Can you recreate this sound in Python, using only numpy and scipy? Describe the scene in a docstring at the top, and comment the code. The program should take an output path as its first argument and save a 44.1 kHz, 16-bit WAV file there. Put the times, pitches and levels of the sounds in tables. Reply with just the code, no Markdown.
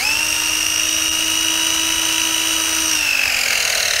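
"""A pulsing gear whine over a rattle and a motor hum: a cordless press tool runs in a small workshop.
The motor drives a piston pump through a planetary gear, which whines in one burst per pump stroke.
Near 3 s the jaws meet resistance: the motor sags and every stroke brakes it, so the whine
breaks into falling chirps over a hoarse rattle. The room rumbles faintly underneath."""
import sys
import numpy as np
from scipy import signal
from scipy.fft import rfft, irfft
from scipy.io import wavfile
from scipy.ndimage import uniform_filter1d

SR = 44100
rng = np.random.default_rng(int(sys.argv[2]) if len(sys.argv) > 2 else 0)


def master_out(mix):
    """Clip the mix to full scale and print it as 16-bit PCM to the path in sys.argv[1]."""
    frames = np.transpose(np.atleast_2d(mix))
    ceiling = np.clip(frames, -1, 1)
    pcm = np.round(ceiling * 32767).astype(np.int16)
    wavfile.write(sys.argv[1], SR, pcm)


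N = 176400
T = np.arange(N) / SR
HZ = np.fft.rfftfreq(N, 1 / SR)


def amp(db):
    """Decibels to gain."""
    return 10 ** (np.asarray(db) / 20)


def unit(x):
    """Scale to rms 1."""
    return x / np.sqrt(np.mean(abs(x) ** 2) + 1e-20)


def curve(table, column=1):
    """One column of a time table, per sample."""
    rows = np.array(table, float)
    return np.interp(T, rows[:, 0], rows[:, column])


def at_hz(table, hz):
    """Interpolate a table over log frequency."""
    table_hz, value = np.transpose(table)
    return np.interp(np.log(hz + 1), np.log(table_hz + 1), value)


def colour(x, spectrum):
    """Filter by a spectrum table, to rms 1."""
    return unit(irfft(rfft(x) * amp(at_hz(spectrum, HZ)), N))


def wander(fastest_hz, slowest_hz=0):
    """Random drift, rms 1, rolling off outside the two rates."""
    real, imag = rng.standard_normal((2, 12000))
    hz = HZ[:len(real)] + 1e-6
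    highpass = hz / np.hypot(hz, slowest_hz)
    lowpass = 1 / np.sqrt(1 + (hz / fastest_hz) ** 4)
    return unit(irfft((real + 1j * imag) * highpass * lowpass, N))


def rough_tone(cycles, width_hz):
    """A tone smeared into a narrow noise band."""
    a, b = (wander(width_hz, slowest_hz=25) for _ in range(2))
    return a * np.cos(2 * np.pi * cycles) + b * np.sin(2 * np.pi * cycles)


def levelled(envelope):
    """Even out an envelope's mean power, keeping its pulses."""
    return envelope / np.sqrt(uniform_filter1d(envelope ** 2, size=6000))


def pulse(stroke, at, width):
    """One bump of height 1 per stroke; at and width in strokes."""
    return np.exp(-(np.sin(np.pi * (stroke - at)) / (np.pi * width)) ** 2 / 2)


def noise_dropout(at_s=1.104, width_s=.009, depth_db=-16):
    """Gain for one brief dropout in the noise."""
    return amp(depth_db * np.exp(-((T - at_s) / width_s) ** 2))


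def room_rumble():
    """Faint low noise of the room."""
    # Each row: time in seconds, level in dB.
    level_db = [(0, -42), (1.2, -41), (2, -42), (4, -45.5)]
    # Each row: frequency in Hz, relative density in dB.
    spectrum = [(15, -1.5), (25, -2.5), (38, -4.5), (56, 2.5), (80, 2.5), (100, -2.5), (120, -2),
                (160, -9.5), (300, -11), (700, -39)]
    return amp(curve(level_db)) * colour(rng.standard_normal(N), spectrum)


def workshop_reverb(x, tail_samples=22050):
    """Bench and walls return a short, dense tail."""
    # Each row: frequency in Hz, T60 in seconds.
    t60_s = [(200, 0.23), (2500, 0.19), (14000, .2)]
    onset = np.clip(T[:tail_samples] / 0.0013 - .5, 0, 1)
    hz, time_s, bands = signal.stft(rng.standard_normal(tail_samples) * onset, SR, nperseg=256)
    decay = amp(-60 * time_s / at_hz(t60_s, hz)[:, None])
    tail = signal.istft(bands * decay, SR, nperseg=256)[1]
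    return signal.fftconvolve(x, tail / np.linalg.norm(tail))[:N]


def drive(gear_ratio=5.906, full_load_swing=.12):
    """The motor turns the planet carrier once per stroke; load brakes it within each stroke."""
    # Each row: time in seconds, mean motor speed in turns per second.
    motor_hz = [(0.0, 235.0), (0.05, 280.51), (0.12, 297.47), (0.22, 307.98), (0.45, 312.46), (0.7, 313.46),
                (1.0, 316.69), (1.3, 319.78), (1.7, 322.24), (2.25, 323.22), (2.6, 322.35), (2.9, 318.78),
                (3.02, 300.36), (3.2, 278.09), (3.45, 254.53), (3.65, 237.6), (3.82, 229.22), (4.0, 206.13)]
    # Each row: time in seconds, hydraulic load from 0 to 1.
    hydraulic_load = [(0, 0.06), (2.85, 0.04), (3.0, 0.24), (3.17, 0.45), (3.4, 0.67), (3.65, 0.77),
                      (4, 0.88)]
    load = curve(hydraulic_load)
    stroke = .708 + np.cumsum(curve(motor_hz)) / SR / gear_ratio  # count at mean speed
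    brake_phase = stroke - 0.187 + 0.209 * load  # load brakes earlier in the stroke
    carrier_turns = stroke + full_load_swing * load * np.cos(2 * np.pi * brake_phase) / (2 * np.pi)
    return stroke, carrier_turns, gear_ratio * carrier_turns, load


def planet_flutter_db(stroke, load):
    """The turning planets give the gear whine a slower and a faster flutter, less under load."""
    planet_turns = 54 / 21 * stroke
    slow_flutter_db = 2.8 * np.cos(2 * np.pi * (planet_turns - stroke + .14))
    fast_flutter_db = 1.4 * np.cos(2 * np.pi * (planet_turns - .1))
    return (slow_flutter_db + fast_flutter_db) * np.clip(1 - 1.5 * load, .15, 1)


def pump_groan(stroke, load, ring_hz=620):
    """Under pressure the pump body groans on each return stroke."""
    envelope = levelled(0.36 + pulse(stroke, at=0.24, width=0.21))
    return amp(-33) * load ** 2 * rough_tone(ring_hz * T, width_hz=60) * envelope


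def motor_hum(shaft_turns):
    """Clean tones at multiples of the shaft rate, each wavering in level."""
    # Each row: time in seconds, then levels in dB of orders 1, 2, 3 and 12.
    main_db = [(0, -48, -44, -35, -55), (.15, -41, -50, -36, -43), (.4, -38.5, -54, -41, -36.5),
               (.7, -39, -48.5, -46.5, -43), (.9, -37.5, -45.5, -53, -34), (1.25, -35.5, -44.5, -43, -36),
               (1.7, -34, -44, -37.5, -31), (2.9, -34, -45, -39, -35.5), (3.1, -45.5, -48.5, -43, -42),
               (3.5, -47.5, -42.5, -42, -44), (3.8, -53.5, -44, -36, -48), (4, -58, -49.5, -37.5, -44)]
    # Each row: order, level in dB relative to order 1.
    weak_orders = [(4, -6), (6, -7.5), (11, -14.5), (21, -6)]
    turns = shaft_turns + .004 * wander(25)
    tones = [(order, curve(main_db, column)) for column, order in enumerate((1, 2, 3, 12), 1)]
    tones += [(round(order), curve(main_db) + db) for order, db in weak_orders]
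    return sum(np.sqrt(2) * amp(db + 1.1 * wander(8.5)) * np.sin(2 * np.pi * order * turns)
               for order, db in tones)


def gear_rattle(stroke, load, flutter_db):
    """Dense tooth knocks ring the housing, harder during each push and darker under load."""
    # Each row: frequency in Hz, relative density in dB.
    free_spectrum = [(150, -22), (420, -8.5), (620, -4.5), (800, -8.5), (1100, -4), (1350, 0.5), (2150, -3),
                     (2650, 6.5), (3150, -0.5), (3700, -8), (4700, -2), (6300, 1), (7400, -9.5),
                     (8700, -4.5), (10000, -10.5), (11700, -7.5), (13000, -15), (15500, -13.5)]
    loaded_spectrum = [(150, -39), (330, -19), (440, -13), (600, -8.5), (760, -9.5), (1100, -9),
                       (1500, 2.5), (2100, 0), (2450, 1), (2750, 9), (3400, -7.5), (4500, -4.5),
                       (6300, -2.5), (7600, -12), (8900, -10.5), (10700, -17.5), (12200, -10), (13500, -17),
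                       (15500, -15.5)]
    # Each row: time in seconds, level in dB.
    level_db = [(0, -23), (1, -23.5), (2.85, -22), (3.15, -22), (3.5, -20.5), (3.75, -20), (4, -23)]
    knocks = rng.standard_normal(N) * amp(2.17 * wander(470))
    push_db = (4 + 15 * load) * pulse(stroke, at=0.0077, width=0.45)
    knocks *= levelled(amp(push_db + 0.14 * flutter_db))
    blend = np.clip(2.2 * load - .08, 0, 1)
    rattle = (1 - blend) * colour(knocks, free_spectrum) + blend * colour(knocks, loaded_spectrum)
    return amp(curve(level_db)) * rattle


def housing(x):
    """Shell resonances lift the mesh tones that pass through them."""
    # Each row: frequency in Hz, width in Hz, peak gain in dB.
    modes = [(2626, 89, 6.5), (4080, 103, 7.5), (5190, 140, 5.5), (6450, 320, 1), (8980, 230, 5.5),
             (11800, 640, 0)]
    response = 1 + sum((amp(db) - 1) / (1 + 2j * (HZ - hz) / width_hz) for hz, width_hz, db in modes)
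    return irfft(rfft(x) * response, N)


def gear_whine(stroke, carrier_turns, load, flutter_db):
    """Mesh tones, roughened by uneven tooth contact, swell as the piston pushes."""
    # Each row: cycles per stroke before rounding, unloaded noise share from 0 to 1, noise width in Hz.
    mesh_tones = [(53, 0.12, 256), (108.4, 0.45, 260), (159.4, 0.69, 290)]
    # Each row: time in seconds, then levels in dB of mesh tones 1, 2 and 3 ahead of the housing.
    mesh_db = [(0, -24.5, -33, -33), (.03, -26, -29, -35), (.07, -23, -26, -37), (.25, -24.5, -27, -31),
               (.75, -23.5, -23.5, -33.5), (1.15, -23, -25, -33), (1.9, -21.5, -24.5, -34),
               (2.55, -22, -25.5, -33), (2.78, -29, -24, -32), (2.92, -24.5, -20.5, -31.5),
               (3.05, -22.5, -28, -36), (3.2, -23, -31.5, -40), (3.33, -24, -29, -31.5),
               (3.62, -29, -28, -28.5), (3.85, -31, -25.5, -27.5), (4, -26, -32, -26)]
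    # Each row: cycles per stroke before rounding, level in dB relative to tone 3, width in Hz.
    overtones = [(217.4, -8, 300), (268, -11.5, 610)]
    strain = np.clip(3 * load, 0, 1)
    swell_db = (8.25 + 8 * strain + 1.5 * load) * pulse(stroke, at=-.005 - 0.0069 * load, width=0.14)
    whine = 0
    for k, (per_stroke, noise_share, width_hz) in enumerate(mesh_tones):
        jitter_cycles = 0.038 * (0.49 + strain) * wander(74)
        cycles = round(per_stroke) * carrier_turns + jitter_cycles
        noise_share *= 1 - 0.29 * strain
        clean = np.sqrt(2 * (1 - noise_share)) * np.sin(2 * np.pi * cycles)
        rough = np.sqrt(noise_share) * rough_tone(cycles, width_hz)
        depth = 1 - 0.27 * k * (1 - load)
        bursts = levelled(amp(depth * (swell_db + flutter_db)))
        whine += (clean + rough) * amp(curve(mesh_db, column=k + 1)) * bursts
    overtone_bursts = levelled(amp(0.42 * strain * swell_db))
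    for per_stroke, db, width_hz in overtones:
        tone = rough_tone(round(per_stroke) * carrier_turns, width_hz)
        whine += tone * amp(db + curve(mesh_db, column=3)) * overtone_bursts
    return housing(whine)


def scene():
    """The tool close by, reflections of its gears and pump, and room rumble; mono."""
    stroke, carrier_turns, shaft_turns, load = drive()
    flutter_db = planet_flutter_db(stroke, load)
    mechanism = gear_whine(stroke, carrier_turns, load, flutter_db)
    mechanism += gear_rattle(stroke, load, flutter_db) * noise_dropout()
    mechanism += pump_groan(stroke, load)
    room = room_rumble() + amp(-12) * workshop_reverb(mechanism)
    return (room + motor_hum(shaft_turns) + mechanism)[None]


def record(dry):
    """Steep low-pass at the top of the treble."""
    cutoff_hz = 15720
    lowpass = signal.firwin(801, cutoff_hz, window=("kaiser", 9), fs=SR)
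    return signal.oaconvolve(dry, lowpass[None], "same")


dry = scene()
out = record(dry)
master_out(out)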